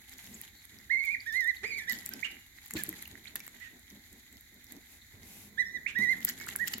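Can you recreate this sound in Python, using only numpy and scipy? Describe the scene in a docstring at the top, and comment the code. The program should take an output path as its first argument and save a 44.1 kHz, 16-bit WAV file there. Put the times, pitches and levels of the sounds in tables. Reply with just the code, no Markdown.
"""Ducklings crowd round a water bowl on a kitchen floor, close to a pair of microphones.
They peep in wavering, nearly pure whistles with faint overtones, rasps and one low croak.
Wet bills crackle, smack and sip, bubbles pop, down hisses, and webbed feet thud and shuffle in filtered noise.
The small hard room answers whistles and water with a decaying noise tail.
Underneath lie a steady rush and a faint, regular low throb of noise."""
import sys
import numpy as np
from scipy import signal
from scipy.fft import rfft, irfft, next_fast_len
from scipy.io import wavfile
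from scipy.ndimage import map_coordinates

SR = 44100
rng = np.random.default_rng(int(sys.argv[2]) if len(sys.argv) > 2 else 0)


def materialize(psi):
    """Save the field psi as 16-bit PCM at rate SR to the path in sys.argv[1].

    A 1-D psi becomes a single channel; in a 2-D psi each row is a channel.
    """
    bounded = np.clip(np.atleast_2d(psi).T, -1, 1)
    quanta = np.round(bounded * 32767).astype(np.int16)
    wavfile.write(sys.argv[1], SR, quanta)


N = 299880  # length in samples


def amp(db):
    """Decibels to gain."""
    return 10 ** (np.asarray(db) / 20)


def unit(x):
    """Scale to rms 1."""
    return x / np.sqrt(np.mean(x ** 2) + 1e-20)


def along(points, hz):
    """Rows of (Hz, value) read on a log frequency axis."""
    f, v = np.transpose(points)
    return np.interp(np.log(hz + 1), np.log(f + 1), v)


def wobble(rate):
    """A smooth random curve, rate knots a second."""
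    knots = rng.standard_normal(int(N * rate / SR) + 4)
    return map_coordinates(knots, [np.arange(N) * rate / SR])


def filtered(x, response):
    """x times a complex response of frequency."""
    m = next_fast_len(N + SR // 2)
    return irfft(rfft(x, m) * response(np.fft.rfftfreq(m, 1 / SR)), m)[..., :N]


def causal(points, size=1024):
    """The minimum-phase impulse response with the given spectrum, by folding its cepstrum."""
    cepstrum = irfft(np.log(amp(along(points, np.fft.rfftfreq(size, 1 / SR)))))
    cepstrum[1:size // 2] *= 2
    cepstrum[size // 2 + 1:] = 0
    return irfft(np.exp(rfft(cepstrum)))


def panned(lean_db):
    """Left and right gains for a level difference; positive leans left."""
    return amp(np.array([[.5], [-.5]]) * lean_db)


def add(track, s, sound):
    """Mix a sound into the track at time s."""
    start = min(max(round(s * SR), 0), N)
    track[..., start:start + sound.shape[-1]] += sound[..., :N - start]


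# Likeness of the two microphones. Each row: frequency in Hz, left-right correlation.
LIKENESS = [(60, 0.8), (240, 0.95), (500, 0.59), (2000, 0.25), (4000, 0.29), (7500, 0.05), (13000, 0.16)]
# Balance of the two microphones. Each row: frequency in Hz, left over right in dB.
BALANCE = [(60, -1), (110, -3), (200, -2), (380, 1), (700, 2), (1290, -1.5), (2380, -18), (4400, 3.5),
           (8120, 4.5), (15000, 0)]
# Head start at the left microphone. Each row: frequency in Hz, phase lead in radians.
LEFT_LEAD = [(100, 0), (350, 0), (2000, 1.4), (4000, 2.8), (6500, 3), (9000, .8), (15000, .3)]


def spread(pair, spectrum):
    """Two unrelated signals become one coloured sound at the microphone pair, of rms 1."""
    def turn(hz):
        return np.arccos(np.clip(along(LIKENESS, hz), -1, 1)) / 2

    def mid_side(hz):
        return amp(along(spectrum, hz)) * [np.cos(turn(hz)), np.sin(turn(hz))]

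    def microphones(hz):
        return panned(along(BALANCE, hz)) * np.exp(np.array([[.5j], [-.5j]]) * along(LEFT_LEAD, hz))

    mid, side = filtered(pair, mid_side)
    return unit(filtered(np.array([mid + side, mid - side]), microphones))


def crackle(count, scatter_db, hiss, low_hz=1500, high_hz=16000, cycles=1.64):
    """Tiny bursting films of unequal size ring about one cycle at their own pitch, on a soft hiss."""
    when, pitch, size, side = rng.random((count, 4)).T[..., None]
    sample = np.arange(SR // 400)
    hz = low_hz * (high_hz / low_hz) ** np.sqrt(pitch)
    turns = hz * sample / SR
    strength = amp(-scatter_db * np.log(np.maximum(size, .03))) * np.sqrt(hz)
    grains = strength * np.exp(-turns / cycles) * np.sin(2 * np.pi * turns)
    place = ((when * (N - len(sample))).astype(int) + sample).ravel()
    shares = np.cos(2 * np.pi * side), np.sin(2 * np.pi * side)
    pair = [np.bincount(place, (grains * share).ravel(), N) for share in shares]
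    return unit(np.array(pair)) + hiss * rng.standard_normal((2, N))


def swells(rows):
    """An envelope of short rounded bursts."""
    t = np.arange(N) / SR
    return sum(amp(db) * np.sqrt(np.abs(np.sin(np.pi * np.clip((t - s) / length, 0, 1))))
               for s, length, db in rows)


def bouts(rows, rise_s, fade_s):
    """An envelope of spells of activity that rise, hold and die away."""
    t = np.arange(N) / SR
    return np.max([amp(db) * np.clip((t - s) / rise_s + .5, 0, 1)
                   * np.exp(-np.maximum(t - s - length, 0) / fade_s)
                   for s, length, db in rows], axis=0)


# The steady rush in the room. Each row: frequency in Hz, relative level in dB.
RUSH_SPECTRUM = [(15, -44), (25, -2.5), (70, 10), (175, -7.5), (236, -2), (531, -21), (1040, -22.5),
                 (2050, -1.5), (2760, -28.5), (3820, -3), (5140, -19), (7110, -7.5), (8360, -25),
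                 (11900, -10), (16000, -18)]


def rush(level_db=-58.5):
    """Steady coloured noise lies under everything."""
    return amp(level_db) * spread(rng.standard_normal((2, N)), RUSH_SPECTRUM)


# Colour of the throb. Each row: frequency in Hz, relative level in dB.
THROB_SPECTRUM = [(80, -25), (170, -5.5), (250, 3.5), (390, -7.5), (520, -14.5), (800, -15), (1500, -36.5)]
THROB_PERIOD_S, THROB_PEAK_S = 0.2, 0.155  # spacing of the swells, time of one crest
THROB_DB, THROB_DEPTH_DB = -63.5, 17  # mean level at the crests, and the fall between them


def throb(uneven_db=4.5):
    """A soft low noise swells five times a second, as from an appliance running nearby."""
    trough = np.sin(np.pi * (np.arange(N) / SR - THROB_PEAK_S) / THROB_PERIOD_S) ** 2
    level = amp(THROB_DB - THROB_DEPTH_DB * trough + uneven_db * wobble(4.83))
    return level * spread(rng.standard_normal((2, N)), THROB_SPECTRUM)


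# Bouts of dabbling in the bowl and smacking with raised bills.
# Each row: start in seconds, length in seconds, relative level in dB.
DABBLING_BOUTS = [(0, .45, -58.5), (0.544, 0.27, -60), (1.026, 0.79, -58), (1.878, .2, -51),
                  (2.56, 0.18, -56), (2.73, 0.24, -51.5), (3.272, 0.24, -58.5), (3.549, .3, -66.5),
                  (3.893, 0.3, -63), (4.303, .85, -64.5), (5.993, 0.33, -54.5), (6.407, 0.43, -51.5)]
# Colour of the nibbling at the bowl. Each row: frequency in Hz, relative level in dB.
FIZZ_SPECTRUM = [(350, -49), (600, -30), (790, -7), (1070, -16.5), (1430, -12.5), (1960, -3.5), (2500, -16),
                 (2760, -17.5), (3210, -9.5), (3940, -7.5), (5400, -17.5), (7110, -7.5), (8390, -21),
                 (11800, -6.5), (16000, -28)]
# Slurps in the bowl. Each row: start in seconds, length in seconds, level in dB.
SLURP_TIMES = [(1.89, 0.067, -40), (2.76, 0.058, -42), (6.266, 0.049, -36.5), (6.40, 0.051, -50),
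               (6.481, 0.014, -48), (6.67, 0.019, -33.5), (6.734, 0.0079, -30.5)]
# Colour of the slurps. Each row: frequency in Hz, relative level in dB.
SLURP_SPECTRUM = [(410, -55), (700, -48), (1200, -17.5), (1920, -2), (2560, -31), (2960, -13.5),
                  (3740, -16.5), (4490, -12.5), (6480, -17.5), (7200, -7.5), (9350, -34), (13700, -10),
                  (16000, -16)]
# Water sucked through a narrow gap of the bill.
# Each row: start in seconds, length in seconds, pitch in Hz, relative level in dB.
SIP_TIMES = [(0.339, 0.017, 7260, -48.5), (0.527, 0.12, 4160, -65.5), (1.201, 0.0072, 4660, -48),
             (1.562, 0.016, 4080, -53), (1.739, 0.022, 4120, -55), (1.896, 0.0036, 4315, -49),
             (2.765, 0.011, 4170, -41), (5.01, 0.027, 3930, -61.5), (6.736, 0.013, 7250, -43)]
BOUT_RISE_S, BOUT_FADE_S = 0.015, 0.24  # whole ramp, decay constant


def dabbling(fizz_db=1, nibble_db=3.0, sip_width=0.099):
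    """Wet bills nibble and strain water: fine crackle, denser slurps in the bowl and thin sips."""
    level = bouts(DABBLING_BOUTS, BOUT_RISE_S, BOUT_FADE_S) * amp(fizz_db + nibble_db * wobble(32))
    flow = level * amp(nibble_db * wobble(60))  # the bills chatter many times a second
    out = flow * spread(crackle(count=5000, scatter_db=3.0, hiss=1.0), FIZZ_SPECTRUM)
    slurp = spread(crackle(count=14000, scatter_db=4.0, hiss=0.083), SLURP_SPECTRUM)
    out += swells(SLURP_TIMES) * slurp
    for s, length, hz, db in SIP_TIMES:
        t = np.arange(0, length, 1 / SR)
        turbulence = wobble(sip_width * hz * 2)[:len(t)]
        sip = np.sin(np.pi * t / length) * 2 * turbulence * np.sin(2 * np.pi * hz * t)
        add(out, s, amp(db) * panned(3.1) * sip)
    return out


# The louder wet bill snaps and drops close to the microphones.
# Each row: time in seconds, relative tick peak in dB, relative knock peak in dB, strongest pitch in Hz.
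LOUD_SNAPS = [(0.415, -29, -25, 11000), (1.052, -33, -17, 12400), (1.8976, -23.5, -6.5, 5060),
              (1.9236, -23.5, -7, 13200), (2.0621, -19.5, -30, 7600), (2.092, -23.5, -14, 13700),
              (2.1374, -26.5, -22, 5400), (2.6613, -32.5, -11, 15500), (2.7092, -26.5, -6, 7100),
              (2.7378, -21.5, -16, 7560), (2.7706, -28, -24, 3900), (2.8367, -16, -24, 11550),
              (2.8921, -18, -48, 12340), (2.9283, -34, -1.5, 12900), (3.025, -29.5, -11, 12600),
              (3.0553, -39, -27, 2960), (3.078, -32, -11, 13400), (3.357, -20, -6.5, 12100),
              (3.3616, -26.5, -19, 3550), (3.4038, -32.5, -3.5, 5660), (3.467, -31.5, -10.5, 12200),
              (3.479, -32, -4.5, 7500), (4.723, -32.5, -19, 11200), (5.988, -31, -2, 3630),
              (6.0478, -41, -1, 3930), (6.206, -35, 1, 7260), (6.25, -11.5, -21, 13200),
              (6.2903, -22.5, -21, 6460), (6.2983, -23, -33, 14200), (6.4012, -29.5, -6, 5130),
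              (6.4128, -34, 1.5, 6595), (6.4884, -27, 0.5, 7500), (6.5561, -43, 10, 6000),
              (6.562, -14.5, -26, 11800), (6.676, -23.5, -16, 2900), (6.6806, -22.5, -35, 6900),
              (6.7351, -37, 8.5, 7200), (6.783, -27.5, -10, 14700)]
SMACKS_PER_S, SMACK_KNOCK_DB, SMACK_HZ = 8, -17, 7960  # SMACK_HZ is the middle pitch
SMACK_DB, SMACK_FOLLOWS = -8, 0.5  # middle peak: this offset plus this share of the bout's level


def smacks(scatter_db=3, pitch_spread=0.5):
    """Small snaps fall at random through each bout, stronger in louder bouts; rows as in LOUD_SNAPS."""
    rows = []
    for s, length, db in DABBLING_BOUTS:
        for when, size, pitch in rng.random((round(SMACKS_PER_S * length), 3)):
            peak_db = SMACK_DB + SMACK_FOLLOWS * db + scatter_db * (2 * size - 1)
            hz = SMACK_HZ * np.exp(pitch_spread * (2 * pitch - 1))
            rows.append((s + when * length, peak_db, SMACK_KNOCK_DB, hz))
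    return rows


# Colour of each tick. Each row: frequency in Hz, relative level in dB.
TICK_SPECTRUM = [(1500, -66), (4000, -12), (5500, -16), (7200, 2.5), (8700, -10.5), (12300, 13.5),
                 (16000, 6.5)]
# Resonances of bill and bowl. Each row: middle frequency in Hz, width in Hz, relative level in dB.
KNOCK_MODES = [(1940, 130, -2), (2006, 98, 31), (2630, 85, 16.5), (3870, 180, -57.5)]


def snaps(tick_db=1, knock_db=-2, tick_t60=0.0019, spatter_db=-30, spatter_t60=0.085, rise=0.00051,
          lead=.008, ring=0.8, ring_width_hz=1000, apart=0.83):
    """A water film stretches and bursts with a tick, a tiny ring and spatter; the bill knocks with it."""
    out, t = np.zeros((2, N)), np.arange(SR // 16) / SR
    colour = causal(TICK_SPECTRUM)
    after = np.maximum(t - lead, 0)
    envelope = np.exp(np.minimum(t - lead, 0) / rise) * amp(-60 * after / tick_t60)
    envelope += amp(spatter_db - 60 * after / spatter_t60) * np.minimum(t / lead, 1) ** 2

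    def mode(hz, width):
        return width * np.exp(-np.pi * width * t) * np.sin(2 * np.pi * hz * t)

    for s, db, rel_db, hz in LOUD_SNAPS + smacks():
        common, own = rng.choice([-1, 1], (2, len(t))) * envelope
        burst = common + np.array([[apart], [-apart]]) * own
        # each knock lands on slightly different resonances
        body = sum(amp(level) * mode(centre * (1 + 0.057 * rng.standard_normal()), width)
                   for centre, width, level in KNOCK_MODES)
        tick, film, knock = (signal.fftconvolve(burst, response[None], axes=1)[:, :len(t)]
                             for response in (colour, mode(hz, ring_width_hz), body))
        tick = unit(tick) + ring * unit(np.gradient(film, axis=1))
        add(out, s - lead, amp(db + tick_db) * tick / np.abs(tick.mean(axis=0)).max())
        add(out, s - lead, amp(db + rel_db + knock_db) * panned(-4.5) * knock / np.abs(knock).max())
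    return out


# Downy bodies brushing past each other. Each row: start in seconds, length in seconds, level in dB.
RUSTLE_TIMES = [(.18, 0.3, -56), (4.87, 0.12, -58), (5.22, 0.28, -52.5)]
# Colour of rubbing down. Each row: frequency in Hz, relative level in dB.
DOWN_SPECTRUM = [(350, -27), (800, 0.5), (1300, -11), (2000, -4), (5000, -2.5), (7200, 2), (8600, -5),
                 (11500, 5.5), (16000, -5.5)]


def rustles():
    """Countless soft fibres rub at once: a smooth, bright hiss."""
    return swells(RUSTLE_TIMES) * spread(rng.standard_normal((2, N)), DOWN_SPECTRUM)


# The birds jostle round the bowl. Each row: start in seconds, length in seconds, relative level in dB.
JOSTLING = [(.25, 0.03, -52.5), (.72, 0.025, -58.5), (1.62, 0.59, -60), (2.76, 0.68, -63),
            (5.15, 0.88, -59), (6.0, 0.95, -53)]
# Colour of feet on the floor. Each row: frequency in Hz, relative level in dB.
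SHUFFLE_SPECTRUM = [(41, -41), (70, -5), (163, -3.5), (209, 2.5), (278, -6), (417, -9), (492, -16.5),
                    (1090, -22), (1200, -25), (1560, -25.5), (2640, -120)]
# Footfalls and bumps on the floor. Each row: time in seconds, relative level in dB, pitch in Hz.
FOOTFALLS = [(0.309, -38, 229), (0.348, -45.5, 215), (1.924, -38.5, 220), (2.75, -23, 317.7),
             (2.883, -31.5, 316), (3.111, -42, 97), (3.923, -39, 203), (5.141, -39.5, 98), (5.223, -46, 75),
             (5.99, -24, 206), (6.75, -34.5, 224)]
TREAD_RISE_S, TREAD_FADE_S = 0.071, 0.099  # whole ramp, decay constant


def feet(shuffle_db=-2, step_db=-5, t60=0.11, attack=0.0028, slap=0.2, scuff_db=-19,
         scuff_rise_s=0.0068, scuff_fade_s=0.058):
    """Webbed feet shuffle, and fall with a soft thud and a scuff on the floor covering."""
    now = np.arange(N) / SR
    scuffs = sum(amp(db + scuff_db) * np.exp(np.minimum((now - s) / scuff_rise_s, (s - now) / scuff_fade_s))
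                 for s, db, hz in FOOTFALLS)
    jostle = amp(shuffle_db) * bouts(JOSTLING, TREAD_RISE_S, TREAD_FADE_S)
    level = np.hypot(jostle, scuffs) * amp(0.77 * wobble(25))
    out = level * spread(rng.standard_normal((2, N)), SHUFFLE_SPECTRUM)
    t = np.arange(SR // 4) / SR
    patter = unit(filtered(rng.standard_normal(N), lambda hz: amp(along(SHUFFLE_SPECTRUM, hz))))
    for s, db, hz in FOOTFALLS:
        thud = np.sin(2 * np.pi * hz * t) + slap * np.roll(patter, -round(s * SR))[:len(t)]
        add(out, s, amp(db + step_db - 60 * t / t60) * (1 - np.exp(-t / attack)) * thud)
    return out


# Small air bubbles popping in the bowl.
# Each row: time in seconds, starting pitch in Hz, relative level in dB.
BUBBLE_POPS = [(.8, 1940, -48.5), (2.368, 2050, -39.5), (2.5855, 1940, -38), (3.057, 2700, -36.5),
               (3.154, 1850, -35), (3.256, 2167, -34.5), (6.283, 1740, -30), (6.471, 1380, -31.5),
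               (6.556, 1600, -28.5), (6.739, 2830, -28)]


def bubbles(t60=0.01, attack=0.00047, climb=12):
    """Each bubble rings for a moment, rising in pitch as it reaches the surface."""
    out, t = np.zeros((2, N)), np.arange(SR // 40) / SR
    for s, hz, db in BUBBLE_POPS:
        ring = np.sin(2 * np.pi * hz * t * (1 + climb * t)) * (1 - np.exp(-t / attack))
        add(out, s, amp(db - 60 * t / t60) * panned(-14) * ring)
    return out


REST_HZ = 1497  # pitch at which the whistle starts and stops
SAG_S = 0.15  # the pitch sags toward rest when pushes lie this far apart


def contour(t, start, end, crests, top_hz):
    """Pitch arches up from rest, sags between pushes (nearer the weaker one) and drops back to rest."""
    height = np.maximum(top_hz - REST_HZ, 1)
    gap, before, after = np.diff(crests), height[:-1], height[1:]
    dips = crests[:-1] + gap * before ** 2 / (before ** 2 + after ** 2)
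    sagged = np.minimum(before, after) * np.exp(-(gap / SAG_S) ** 2)
    order = np.argsort(np.r_[crests, dips])
    times, heights = np.r_[crests, dips][order], np.r_[height, sagged][order]
    turn = np.interp(t, times, np.arange(len(times)))
    eased = np.floor(turn) + np.sin(np.pi / 2 * (turn % 1)) ** 2
    arch = np.interp(eased, np.arange(len(times)), heights)
    rise = np.interp(t, [start, crests[0]], [1, 0])
    fall = np.interp(t, [crests[-1], end], [0, 1])
    return REST_HZ + arch * (1 - rise ** 2) * (1 - fall ** 2)


# Hoarse rasps in the throat. Each row: start in seconds, length in seconds, relative level in dB.
RASP_TIMES = [(1.632, 0.02, -42.5), (1.66, 0.13, -58), (2.108, 0.042, -52), (2.238, 0.036, -40.5),
              (2.758, 0.021, -39), (3.262, 0.024, -52), (3.602, 0.082, -53), (5.872, 0.045, -44)]
# Peeps close to the microphones. Each row: start in seconds, end in seconds, overtones in dB,
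# shading of the direct path by other birds in dB, and the pushes of breath,
# each with its time in seconds, top pitch in Hz and effort in dB.
PEEP_CALLS = [ (.893, 1.161, -7, -2.5, [(.93, 2176, -21.5), (.99, 2233, -25.5), (1.05, 2350, -27),
              (1.13, 2443, -22.5)]), (1.255, 1.522, 0.5, 1.5, [(1.284, 1882, -31), (1.383, 2099, -28.5),
              (1.497, 2033, -26)]), (1.627, 1.846, 0, -6, [(1.688, 2520, -25.5), (1.762, 2361, -29),
              (1.825, 1780, -31)]), (1.868, 1.936, 0.5, -2, [(1.9, 2000, -27)]),
              (2.107, 2.146, -12, -2.5, [(2.13, 1580, -28)]), (2.224, 2.28, -16, -4, [(2.254, 2843, -19.5),
              (2.268, 2750, -24)]), (2.775, 2.83, -2, 7, [(2.797, 1760, -38)]),
              (3.263, 3.289, -12, 3.5, [(3.284, 4300, -41.5)]), (3.594, 3.69, -21, -6, [(3.625, 1986, -40),
              (3.672, 1890, -43.5)]), (5.572, 5.636, 1.5, -2.5, [(5.606, 2010, -21)]),
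              (5.64, 5.787, -2, -3.5, [(5.672, 1849, -34), (5.73, 2000, -46.5), (5.754, 1992, -27.5)]),
              (5.859, 5.926, -18, -1.5, [(5.881, 2700, -17), (5.895, 2900, -38.5)]),
              (5.947, 6.148, -1.5, 1.5, [(5.98, 1957, -25.5), (6.03, 2062, -27), (6.115, 2101, -26)]),
              (6.396, 6.46, -10, -2.5, [(6.408, 2230, -38), (6.448, 2230, -45)]),
              (6.586, 6.657, -18, 1, [(6.628, 1939, -26)])]
# Overtones of the whistle. Each row: multiple of the pitch, relative level in dB.
OVERTONE_LEVELS = [(2, -35.5), (3, -43), (4, -55.5), (5, -57.5), (6, -63.5), (7, -76)]
# The whistle is loudest when its pitch crosses a resonance. Each row: pitch in Hz, gain in dB.
RESONANCE_GAIN = [(1500, -16.5), (1700, -10.5), (1850, -4), (2050, 2.5), (2200, -1.5), (2400, -6.5),
                  (2620, -23), (2850, -5.5)]
PEEP_ATTACK_S, PEEP_RELEASE_S = 0.012, 0.01


def peeps(jitter=0.00444, hoarse=0.026, full_rasp_db=-53, flutter_db=0.37, overtone_flutter_db=3.5, tire_db=3):
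    """The syrinx whistles a nearly pure tone; returns it, its direct part and its faint overtones."""
    pitch, size, direct, bright = np.zeros((4, N))
    for start, end, bright_db, shade_db, pushes in PEEP_CALLS:
        crests, top_hz, effort_db = np.transpose(pushes)
        t = np.arange(start, end, 1 / SR)
        hz = contour(t, start, end, crests, top_hz)
        effort = np.interp(t, np.r_[crests, end], np.r_[effort_db, effort_db[-1] - tire_db])
        level = amp(effort + along(RESONANCE_GAIN, hz))
        fade = np.clip(np.minimum((t - start) / PEEP_ATTACK_S, (end - t) / PEEP_RELEASE_S), 0, 1)
        add(pitch, start, hz)
        add(size, start, level * fade)
        add(direct, start, level * fade * amp(shade_db))
        # overtones swell less than the tone itself
        add(bright, start, np.sqrt(level) * fade * amp(bright_db))
    # a rasp shakes the pitch
    shake = hoarse * np.tanh(swells(RASP_TIMES) / amp(full_rasp_db)) * wobble(900)
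    waver = jitter * wobble(350) + shake
    phase = 2 * np.pi * np.cumsum(pitch * (1 + waver)) / SR
    tone = np.sqrt(2) * amp(flutter_db * wobble(160)) * np.sin(phase)
    overtones = sum(amp(db + overtone_flutter_db * wobble(70)) * np.sin(k * phase)
                    for k, db in OVERTONE_LEVELS)
    return size * tone, direct * tone, bright * overtones


def croak(s=1.628, length=0.0342, start_hz=350, end_hz=500, db=-42, overtone_db=-12, rough=0.3):
    """One peep starts on a low, rising croak."""
    out, t = np.zeros(N), np.arange(0, length, 1 / SR)
    phase = 2 * np.pi * np.cumsum(start_hz + (end_hz - start_hz) * t / length) / SR
    buzz = np.sin(phase) + amp(overtone_db) * sum(np.sin(k * phase) for k in range(2, 7))
    roughness = 1 + rough * wobble(710)[:len(t)]
    add(out, s, amp(db) * np.sin(np.pi * t / length) * buzz * roughness)
    return out


# Colour of the throat noise. 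Each row: frequency in Hz, relative level in dB.
RASP_SPECTRUM = [(900, -23), (1600, -4), (2900, -6.5), (3500, -6), (5000, -16.5), (7000, -12.5),
                 (15000, -44.5)]


def rasps(rasp_db=-1):
    """Hoarse breath in the throat: short rounded bursts of coloured noise."""
    return amp(rasp_db) * swells(RASP_TIMES) * spread(rng.standard_normal((2, N)), RASP_SPECTRUM)


# Reverberation of the small hard room. Each row: frequency in Hz, time to fall by 60 dB in seconds.
KITCHEN_T60 = [(200, 0.68), (2000, 0.42), (6000, 0.28), (14000, 0.021)]


def kitchen(x, gap=0.0044):
    """Hard walls answer each microphone differently, after a gap in seconds; the treble dies first."""
    hz, t, z = signal.stft(rng.standard_normal((2, SR // 2)), SR, nperseg=256)
    decay = amp(-60 * t / along(KITCHEN_T60, hz)[:, None])
    tail = signal.istft(z * decay, SR, nperseg=256)[1]
    tail = np.pad(tail / np.linalg.norm(tail[0]), ((0, 0), (round(gap * SR), 0)))
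    return signal.fftconvolve(x[None], tail, axes=1)[:, :N]


def scene(left_db=-17, right_db=1.0, lead=0.000092, peep_room_db=-16, water_room_db=-12,
          room_lean_db=-4, overtone_lean_db=4.5):
    """Whistles reach the left microphone first (lead in seconds) but are far stronger at the right."""
    whistle, direct, overtones = peeps()
    rasp = rasps()
    voices = direct * amp([[left_db], [right_db]]) + overtones * panned(overtone_lean_db)
    voices = filtered(voices, lambda hz: np.exp(np.array([[1j], [-1j]]) * np.pi * hz * lead)) + rasp
    near = dabbling() + rustles() + snaps() + bubbles() + croak()
    to_walls = whistle + 0.97 * overtones + 1.93 * rasp[1]
    peep_room = amp(peep_room_db) * panned(room_lean_db) * kitchen(to_walls)
    water_room = amp(water_room_db) * kitchen(near.mean(axis=0))
    return voices + near + feet() + peep_room + water_room + rush() + throb()


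TOP_HZ = 16000


def record(dry):
    """Nothing at or above the band limit is kept."""
    return filtered(dry, lambda hz: hz < TOP_HZ)


dry = scene()
out = record(dry)
materialize(out)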